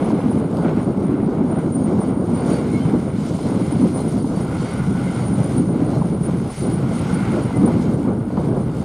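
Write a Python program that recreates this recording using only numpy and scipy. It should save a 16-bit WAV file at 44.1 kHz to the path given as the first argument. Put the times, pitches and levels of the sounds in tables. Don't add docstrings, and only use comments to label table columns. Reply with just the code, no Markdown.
import sys
import numpy as np
from scipy import signal
from scipy.fft import rfft, irfft
from scipy.io import wavfile
from scipy.ndimage import uniform_filter1d

SR = 44100
rng = np.random.default_rng(int(sys.argv[2]) if len(sys.argv) > 2 else 0)


def undo_db(level):
    steps = np.asarray(level, float) / 20
    return 10 ** steps


def persist_wave(psi):
    counts = np.round(np.clip(psi, -1, 1) * 32767).astype(np.int16)
    wavfile.write(sys.argv[1], SR, np.atleast_2d(counts).T)


N = 389844

# (t/s, buffet level/dB)
WIND = [(0.0, -19), (0.8, -20), (1.61, -20), (2.41, -20.5), (3.21, -22.3), (4.02, -21), (4.82, -25.5),
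        (5.63, -21), (6.43, -25), (7.23, -25.5), (8.04, -23.5), (8.84, -26)]
# (f/Hz, level/dB per Hz)
WIND_COLOUR = [(13, -63), (22, -35.5), (123, -1), (174, 0.5), (285, -4), (535, -16.5), (1300, -33.5),
               (1690, -44.5), (2860, -120)]
WIND_BANDS_HZ = (55, 130, 250, 600)
# (t/s, change/dB, half length/s)
GUSTS = [(0.48, -6.5, 0.02), (0.96, -1.5, 0.039), (1.25, 1.5, 0.034), (1.34, -8, 0.027), (1.42, 14, 0.021),
         (2.75, 5.5, 0.05), (2.94, 7, 0.05), (3.07, -6.5, 0.04), (3.38, -3.5, 0.063), (3.6, 6, 0.015),
         (3.68, -5, 0.033), (3.84, 11, 0.034), (4.1, -7.5, 0.029), (4.69, -6, 0.026), (4.91, 5.5, 0.054),
         (5.12, 4.5, 0.016), (5.31, -2, 0.066), (5.48, -7, 0.05), (5.95, -1.5, 0.028), (6.15, 7, 0.026),
         (6.29, 6.5, 0.02), (6.55, -9, 0.023), (6.68, 7, 0.034), (7.13, 6.5, 0.048), (7.36, 9, 0.049),
         (7.63, 7.5, 0.087), (7.77, 5.5, 0.22), (8.08, 8.5, 0.02), (8.38, 0, 0.015), (8.49, 7, 0.055),
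         (0.1, 4.5, 0.027), (0.66, 3, 0.035), (1.52, 2.5, .04), (1.75, -3.5, 0.036), (1.95, 3, 0.024),
         (2.06, 5.5, 0.019), (2.25, -1.5, 0.043), (2.4, 0.5, 0.036), (2.52, 5, 0.018), (3.2, -0.5, 0.035),
         (4.25, -1, .04), (4.5, -3, 0.042), (5.6, 6, 0.027), (5.8, 2.5, 0.033), (6.85, 3.5, 0.043),
         (6.96, 5, 0.044), (8.25, -0.5, .04), (8.7, 0.5, 0.07)]
# (t/s, change/dB, half length/s)
ROLLS = [(0.35, 6, 0.08), (0.74, 5.5, 0.081), (1.3, -11, 0.058), (1.47, -1, 0.04), (3.62, 1, 0.019),
         (3.78, 5, 0.074), (4.69, -9, 0.04), (4.85, 9.5, 0.05), (5.15, -8, 0.041), (5.22, 8, 0.059),
         (5.4, 10, 0.037), (5.59, 6.5, 0.071), (6.01, 10, 0.04), (6.53, -10, 0.065), (6.85, 6.5, 0.033),
         (6.96, -10, 0.034), (7.59, 13, 0.025), (8.02, -7, 0.033), (8.21, -5, 0.15), (8.75, -10, 0.036)]
# (t/s, change/dB, half length/s)
RUSTLES = [(0.18, 6.5, 0.043), (1.24, -9, 0.034), (1.33, 7, 0.026), (1.71, -5.5, 0.051), (2.02, 4, 0.036),
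           (2.46, 3.5, 0.054), (2.72, -5, 0.13), (3.17, -7, 0.07), (3.54, 1.5, 0.064), (4.26, -5, 0.046),
           (4.92, -6, 0.09), (5.43, 6, 0.081), (5.96, 6.5, 0.05), (6.15, -2.5, 0.085), (7.38, 8, 0.042),
           (7.69, 5.5, 0.034), (8.12, 9, 0.02), (8.24, -5, 0.09), (8.41, 9, 0.05), (8.58, 9, 0.054),
           (0.34, 6.5, 0.02), (0.65, 4, 0.021), (0.95, -4, 0.032), (1.45, -2.5, 0.071), (2.2, 3, .04),
           (3.9, -4, .04), (4.6, -3, 0.059), (5.2, 4.5, 0.022), (5.65, -3.5, 0.046), (6.52, 0, .04),
           (6.65, 6.5, .04), (7.0, 3.7, 0.1), (8.78, 0, 0.038)]
# (t/s, change/dB, half length/s)
LULL = [
    (6.555, -10, 0.022),
]
# (t/s, peak level/dB, ring f/Hz)
SLAPS = [(0.258, 0, 230), (0.383, -7, 221), (0.669, -10.5, 170), (0.752, -6, 212), (1.139, -3, 283),
         (1.227, -3, 217), (1.409, -4, 236), (1.787, -6, 255), (1.841, -4.5, 224), (2.17, -4, 260),
         (2.716, -6.5, 236), (2.8, -6, 227), (2.852, -5.5, 147), (2.914, -7, 226), (2.973, -7, 185),
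         (3.183, -6, 205), (3.252, -10, 258), (3.516, -4, 266), (3.722, -5, 288), (3.836, -1, 211),
         (3.916, -12, 261), (4.025, -16, 182), (4.242, -5, 255), (4.37, -6, 184), (4.597, -8.5, 162),
         (4.815, -8.5, 168), (4.948, -6.5, 177), (5.043, -10.5, 167), (5.094, -8, 183), (5.328, -4.5, 214),
         (5.562, -5, 255), (6.011, -4.5, 174), (6.101, -9, 172), (6.312, -9, 176), (6.598, -13, 160),
         (6.772, -8, 167), (6.89, -7, 178), (6.96, -8, 225), (7.128, -3.5, 194), (7.206, -7, 226),
         (7.514, -12, 220), (7.594, -4.5, 190), (7.724, -9, 157), (7.795, -4, 215), (8.048, -5.5, 242),
         (8.375, -5, 202)]
# (t/s, peak level/dB, ring f/Hz)
FLICKS = [(0.104, -16.5, 450), (0.203, -19, 452), (0.314, -16.5, 466), (0.944, -22, 563), (1.426, -29, 490),
          (1.549, -21, 690), (2.014, -15, 471), (2.141, -21, 452), (3.389, -23, 665), (4.37, -21, 470),
          (6.018, -19.5, 710), (6.5, -21.5, 654), (7.506, -19, 743), (8.303, -21, 525), (8.372, -14, 456)]
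THROB = [
    (3, 0.02),
    (4, 0.26),
    (8, 0.12),
]
# (t/s, clearness of the air/dB, crop load/dB)
CARRY = [(0.0, -0.5, 3), (0.59, -2, -1.5), (1.18, -5, 0), (1.77, -2, -3), (2.36, 0.2, 4), (2.95, 0, 1.5),
         (3.54, 4, 2.5), (4.13, 1, 1), (4.71, 4.5, 4), (5.3, 3.5, 2.5), (5.89, -0.5, 0.7), (6.48, 1, 0.5),
         (7.07, 4, 4), (7.66, 2.5, 3), (8.25, -6, -2.5), (8.84, -1, -2)]
# (t/s, change/dB, half length/s)
CLEAR_SPELLS = [(0.25, -1.5, 0.081), (0.48, -3.5, 0.046), (0.7, 1.5, 0.11), (0.83, 0.5, 0.05),
                (2.19, -5.5, 0.074), (2.44, 2, 0.076), (2.53, 4.5, 0.053), (2.6, 1, 0.027),
                (2.74, 4, 0.097), (3.11, -3.5, 0.055), (3.28, 3.5, 0.028), (4.0, 3, 0.038),
                (4.45, -2, 0.05), (4.87, -3, 0.12), (5.32, -2, 0.043), (5.71, -3.5, 0.046), (5.96, 3, 0.04),
                (6.12, -3, 0.075), (6.6, 2.5, 0.085), (6.81, -2.5, 0.059), (7.7, 0, 0.062),
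                (7.84, 1.5, 0.05), (2.95, 0, .04), (3.2, 1, 0.036), (4.15, 2.5, .05), (3.7, -1.3, .1),
                (5.1, -0.5, 0.055), (7.05, 2, .12), (7.5, -2, .05), (8.55, 0, .05), (8.68, -3, 0.056),
                (0.1, 4, 0.013), (0.65, 2.5, 0.023), (2.03, 0.7, 0.018), (1.4, 0, 0.052), (1.9, 0, .06),
                (8.41, 3.5, 0.11)]
# (t/s, change/dB, half length/s)
SURGES = [(0.67, 6, 0.047), (0.78, 4, 0.05), (0.98, -2, 0.05), (1.57, 3, 0.099), (1.89, 3, 0.04),
          (2.23, -5.5, 0.12), (2.34, -0.5, 0.036), (3.14, -2, 0.14), (3.42, -2.9, 0.11),
          (3.92, -2.5, 0.032), (4.24, -3.5, 0.04), (4.32, -2, 0.19), (4.44, -0.5, 0.04), (4.91, -3, 0.061),
          (5.12, 0, 0.056), (5.33, -2.5, 0.044), (5.69, -3, 0.05), (6.1, -2.5, 0.18), (7.28, 2, 0.13),
          (7.96, -2, 0.06), (8.19, -2, 0.037), (8.43, 2, 0.11)]
# (f/Hz, level/dB per Hz)
MACHINE_COLOUR = [(500, -4), (800, 6.5), (1440, -2), (1770, -15.5), (2110, -11.5), (2350, -15.5),
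                  (2560, -20.5), (2800, -18.5), (4700, -23), (5700, -23), (6600, -21.5), (7520, -23),
                  (9300, -17), (15500, -31)]
CARRY_BANDS_HZ = (1400, 2200, 5000, 11500)
# (mean level/dB, change/dB per dB of clearness, change/dB per dB of load)
PARTS = [
    (-41.5, -0.4, 1.55),
    (-51, 0.03, 1.62),
    (-53, 1.24, 0.02),
    (-61, 0.76, -0.2),
]
# (f/Hz, level over the shaft's singing level/dB, wander/Hz)
GEARS = [
    [(2058, 4.5, 18), (2184, 3.5, 18), (3102, -3, 12)],
    [(4593, -3.5, 6)],
    [(6386, -7, 10), (6596, -2, 9), (7122, -6, 16)],
    [(4112, 0, 10)],
]
# (t/s, gain/dB, half length/s)
SING = [
    [(2.8, 8, 0.15), (4.9, 5, 0.38), (5.1, 9, .06), (7.19, 4, 0.16), (5.12, 2.5, .06)],
    [(1.5, 5, 0.11), (1.8, 7, .05), (2.02, 1, .08), (6.7, 0, .06), (2.54, 15, .09), (3.4, -1, .2),
     (4.0, 3, .06), (4.37, 9, 0.044), (4.68, 5, .07), (5.22, 6, .07), (5.6, 5, .1), (5.96, 6, .04),
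     (8.39, 10, .05)],
    [(1.7, 6, .25), (2.6, 9, .1), (4.65, 5, .07), (5.5, 4, .15), (5.96, 6, .05), (7.04, 4, .08),
     (7.85, 6, .05)],
    [(2.53, 12, .04), (2.76, 8, .05), (3.45, 13, .04), (4.0, 11, 0.083), (5.0, 9, .08), (5.25, 5, .05),
     (5.78, 11, .05), (5.93, 14, .05)],
]
# (t/s, gain/dB, half length/s)
CASING_RINGS = [(0.65, 19, 0.044), (2.5, 9, 0.069), (4.52, 14, 0.11), (4.78, 12, 0.1), (4.95, 15, 0.098),
                (5.15, 14, .1), (5.35, 11, 0.046), (6.95, 8, 0.16), (7.15, 15, .1), (7.35, 14, 0.097),
                (7.65, 2, 0.066)]
# (t/s, level/dB)
TURBO = [(0.0, -54.5), (0.8, -62.5), (1.61, -59.5), (2.41, -51.5), (3.21, -54.5), (4.02, -45),
         (4.82, -50.5), (5.63, -50), (6.43, -54.5), (7.23, -52), (8.04, -55), (8.84, -57)]
# (t/s, blade tone f/Hz)
TURBO_HZ = [(0, 9415), (.25, 9430), (.57, 9302), (1.06, 9262), (1.6, 9135), (2.3, 9095), (3.1, 9173),
            (3.67, 9365), (4.4, 9348), (4.68, 9380), (5.2, 9200), (5.42, 9288), (5.95, 9303), (6.45, 9450),
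            (6.9, 9326), (7.3, 9375), (8.2, 9225), (8.84, 9369)]
# (t/s, gain/dB, half length/s)
FLASHES = [(0.32, 12, 0.026), (0.64, 8, 0.03), (0.83, 16, 0.034), (1.07, 8, 0.076), (1.52, 14, 0.011),
           (1.58, 15, 0.048), (1.66, 7.4, 0.03), (1.75, 20.5, 0.045), (1.85, 12, 0.03), (2.06, 11, 0.046),
           (2.37, 11.5, 0.037), (2.52, 19, 0.053), (2.72, 8, 0.027), (3.62, 5.5, 0.13), (4.74, 5.5, 0.061),
           (5.12, 7, 0.034), (5.28, 11, 0.033), (5.43, 12.5, 0.068), (5.51, 10, 0.012), (5.58, 16, 0.017),
           (5.73, 9.5, 0.038), (6.08, 7, 0.062), (6.26, 10, 0.04), (6.63, 13, 0.15), (6.73, 5, 0.018),
           (6.98, 10.5, 0.063), (7.15, 10, 0.02), (7.45, 12, 0.023), (7.57, 13, 0.011), (7.67, 14, 0.02),
           (3.85, -1, .04), (4.0, 5, .04), (4.3, -2.5, 0.059), (4.55, -1, 0.046), (4.95, 2, .05),
           (6.8, -1, 0.051), (7.3, 3, .03), (7.85, -7, 0.05), (8.2, 2, .04), (8.35, -7, 0.055),
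           (8.55, 2, .06), (8.75, 0, .04)]
# (f/Hz, level against the local mean below which a line is lost/dB)
THIN_DB = [(2500, -17.5), (5450, -20), (5650, 6), (5850, -8), (6220, 4.5), (6550, -4), (7600, -0.2),
           (8000, -14), (9300, -5), (9620, -4), (10200, -3), (11000, -5), (13000, 0), (14800, 3),
           (15600, 8)]
# (f/Hz, side minus mid level/dB)
SIDE_DB = [(60, -35), (200, -28.5), (500, -34), (1000, -22), (2000, -14), (4000, -13.5), (8000, -9),
           (14000, -14)]


def smooth_twice(x, size):
    return uniform_filter1d(uniform_filter1d(x, size), size)


def walk(rate):
    k = int(SR / rate)
    held = np.repeat(rng.standard_normal(N // k + 1), k)
    w = smooth_twice(held, k)[:N]
    return w / w.std()


def curves(table):
    s, *columns = np.transpose(table)
    return [np.interp(np.arange(N) / SR, s, c) for c in columns]


def swells(events):
    out = np.zeros(N // 64 + 2)
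    t = np.arange(len(out)) * 64 / SR
    for s, db, half_s in events:
        out += db * np.exp(-((t - s) / half_s) ** 2)
    return np.interp(np.arange(N) / SR, t, out)


def on_bins(points):
    hz, value = np.transpose(points)
    return np.interp(np.log(np.arange(N // 2 + 1) * SR / N + 1), np.log(hz), value)


def bands(x, colour, centres_hz):
    spectrum = rfft(x) * undo_db(on_bins(colour))
    hats = np.eye(len(centres_hz))
    parts = [irfft(spectrum * on_bins(np.c_[centres_hz, hat]), N) for hat in hats]
    return [p / p.std() for p in parts]


def even(x, seconds):
    return x / np.sqrt(smooth_twice(x ** 2, int(seconds * SR)) + 1e-12)


def tone(hz, fade_db, flutter_db):
    phase = 2 * np.pi * np.cumsum(hz) / SR + 0.8 * walk(60)
    y = np.sin(phase) * undo_db(fade_db * walk(9.5) + flutter_db * walk(30))
    return y / y.std()


def wind():
    breeze_db, gust_db = curves(WIND)[0], swells(GUSTS)
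    eddies = rng.standard_normal(N) * undo_db(1.6 * walk(60))
    deep, low, body, bright = (even(p, 0.11) for p in bands(eddies, WIND_COLOUR, WIND_BANDS_HZ))
    body_db = breeze_db - 0.5 + 0.97 * gust_db + 1.33 * walk(20)
    low_db = np.linspace(-27.5, -23, N) + 0.055 * gust_db
    low_db = low_db + 0.77 * swells(ROLLS) + 0.78 * walk(18)
    bright_db = breeze_db - 8 + 0.4 * gust_db
    bright_db = bright_db + 0.71 * swells(RUSTLES) + 1.32 * walk(16)
    gusty = undo_db(body_db) * body + undo_db(low_db) * low + undo_db(bright_db) * bright
    return undo_db(swells(LULL)) * gusty + deep * undo_db(np.linspace(-38.5, -35, N))


def wind_gives_way():
    duck_db, duck_s = -10.0, 0.009
    return undo_db(swells([(s + duck_s * 0.66, duck_db, duck_s) for s, _, _ in SLAPS + FLICKS]))


def slaps(events, gain_db, cycles, hiss_db, rise_s):
    out, t = np.zeros(N + 2000), np.arange(2000) / SR
    push = (1 - np.exp(-t / rise_s)) ** 2
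    noise = rng.standard_normal((len(events), 2 * len(t)))
    band = signal.butter(3, [450, 1000], "band", fs=SR)
    hiss = signal.lfilter(*band, noise)[:, len(t):]
    hiss = hiss * undo_db(hiss_db) / hiss.std() * np.exp(-t / 0.0088)
    for (s, db, hz), burst in zip(events, hiss):
        i = int(s * SR)
        ring = np.sin(2 * np.pi * hz * t) * np.exp(-t * hz / cycles)
        out[i:i + len(t)] += undo_db(db + gain_db) * push * (ring + burst)
    return out[:N]


def throb():
    cycle_hz = 16.82
    turn = 2 * np.pi * np.cumsum(cycle_hz * (1 + 0.0033 * walk(0.75))) / SR
    return sum(depth * np.cos(k * turn) for k, depth in THROB)


def rattle():
    strength = rng.exponential(size=N // 40 + 1).repeat(40)[:N]
    return rng.standard_normal(N) * undo_db(1.2 * strength)


def roar(grains, beat, clear_db, load_db):
    shimmer_db = 0.6 * walk(22)
    parts = bands(grains * (1 + 0.3 * beat), MACHINE_COLOUR, CARRY_BANDS_HZ)
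    out = np.zeros(N)
    for part, (db, air, crop) in zip(parts, PARTS):
        level_db = db + air * clear_db + crop * load_db
        out += part * undo_db(level_db + shimmer_db + 0.7 * walk(18))
    return out


def gears(clear_db):
    out = np.zeros(N)
    for shaft, rest_db, moments in zip(GEARS, (-70, -64, -71, -71.5), SING):
        sing_db = rest_db + 1.4 * clear_db + swells(moments)
        for hz, db, wander_hz in shaft:
            mesh = tone(hz + wander_hz * walk(4.6), fade_db=1.0, flutter_db=5.0)
            out += undo_db(sing_db + db) * mesh
    return out


def casing(grains):
    ring_hz, width_hz, rest_db = 1412, 106, -58.5
    hz = np.arange(N // 2 + 1) * SR / N
    ring = irfft(rfft(grains) / (1 + ((hz - ring_hz) / width_hz) ** 4), N)
    return even(ring, 0.11) * undo_db(rest_db + swells(CASING_RINGS))


def machine(beat):
    grains = rattle()
    clear_db, load_db = curves(CARRY)
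    clear_db = clear_db + swells(CLEAR_SPELLS) + 0.68 * walk(24)
    load_db = load_db + swells(SURGES)
    return roar(grains, beat, clear_db, load_db) + gears(clear_db) + casing(grains)


def turbo(beat):
    hz, db = curves(TURBO_HZ)[0], curves(TURBO)[0]
    whistle = tone(hz + 14 * walk(40), fade_db=0.5, flutter_db=4.0)
    whistle = whistle * (1 + 0.81 * beat) * undo_db(2.05 * walk(70))
    skirt = np.sin(2 * np.pi * np.cumsum(hz) / SR) * walk(150)
    return undo_db(db + swells(FLASHES) - 1.5) * (whistle + undo_db(-0.5) * skirt)


def scene():
    beat = throb()
    mid = wind() * wind_gives_way()
    mid = mid + slaps(SLAPS, gain_db=4.0, cycles=1.5, hiss_db=-24.0, rise_s=0.002)
    mid = mid + slaps(FLICKS, gain_db=3.0, cycles=1.6, hiss_db=-8.0, rise_s=0.0005)
    mid = mid + machine(beat) + turbo(beat)
    return np.array([mid, mid])


def thin_treble(x):
    hz, _, z = signal.stft(x, SR, nperseg=2048, noverlap=1024)

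    def on_hz(points):
        return np.interp(hz, *np.transpose(points))[:, None]

    power = uniform_filter1d(abs(z) ** 2, size=3, axis=0) + 1e-20
    log_mean = uniform_filter1d(np.log(power), size=61, axis=0)
    local = np.exp(uniform_filter1d(log_mean, size=5, axis=1))
    chance = rng.standard_normal((3,) + z.shape)
    patch = uniform_filter1d(chance[0], size=5, axis=0)
    patch_db = 19.0 * uniform_filter1d(patch, size=3, axis=1)
    loud_db = 10 * np.log10(local)
    spare_db = 0.22 * (loud_db - loud_db.mean(axis=1, keepdims=True))
    mid = z * (power > local * undo_db(on_hz(THIN_DB) + patch_db - spare_db) ** 2)
    spell = uniform_filter1d(chance[1, 0], size=3) * 0.83
    spell = spell + 1.6 * uniform_filter1d(chance[1], size=16, axis=0)
    error = np.minimum(abs(mid), 2 * np.sqrt(local)) * np.exp(3j * chance[2])
    side = error * undo_db(on_hz(SIDE_DB) + 8.2 * spell) * (spell > 0.55)
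    pair = signal.istft(np.array([mid + side, mid - side]), SR, nperseg=2048, noverlap=1024)[1]
    return pair[:, :N]


def band_limit(x):
    return signal.sosfilt(signal.butter(12, 15630, fs=SR, output="sos"), x)


def record(dry):
    soft = np.tanh(0.88 * dry[0]) / 0.93
    return band_limit(thin_treble(soft))


dry = scene()
out = record(dry)
persist_wave(out)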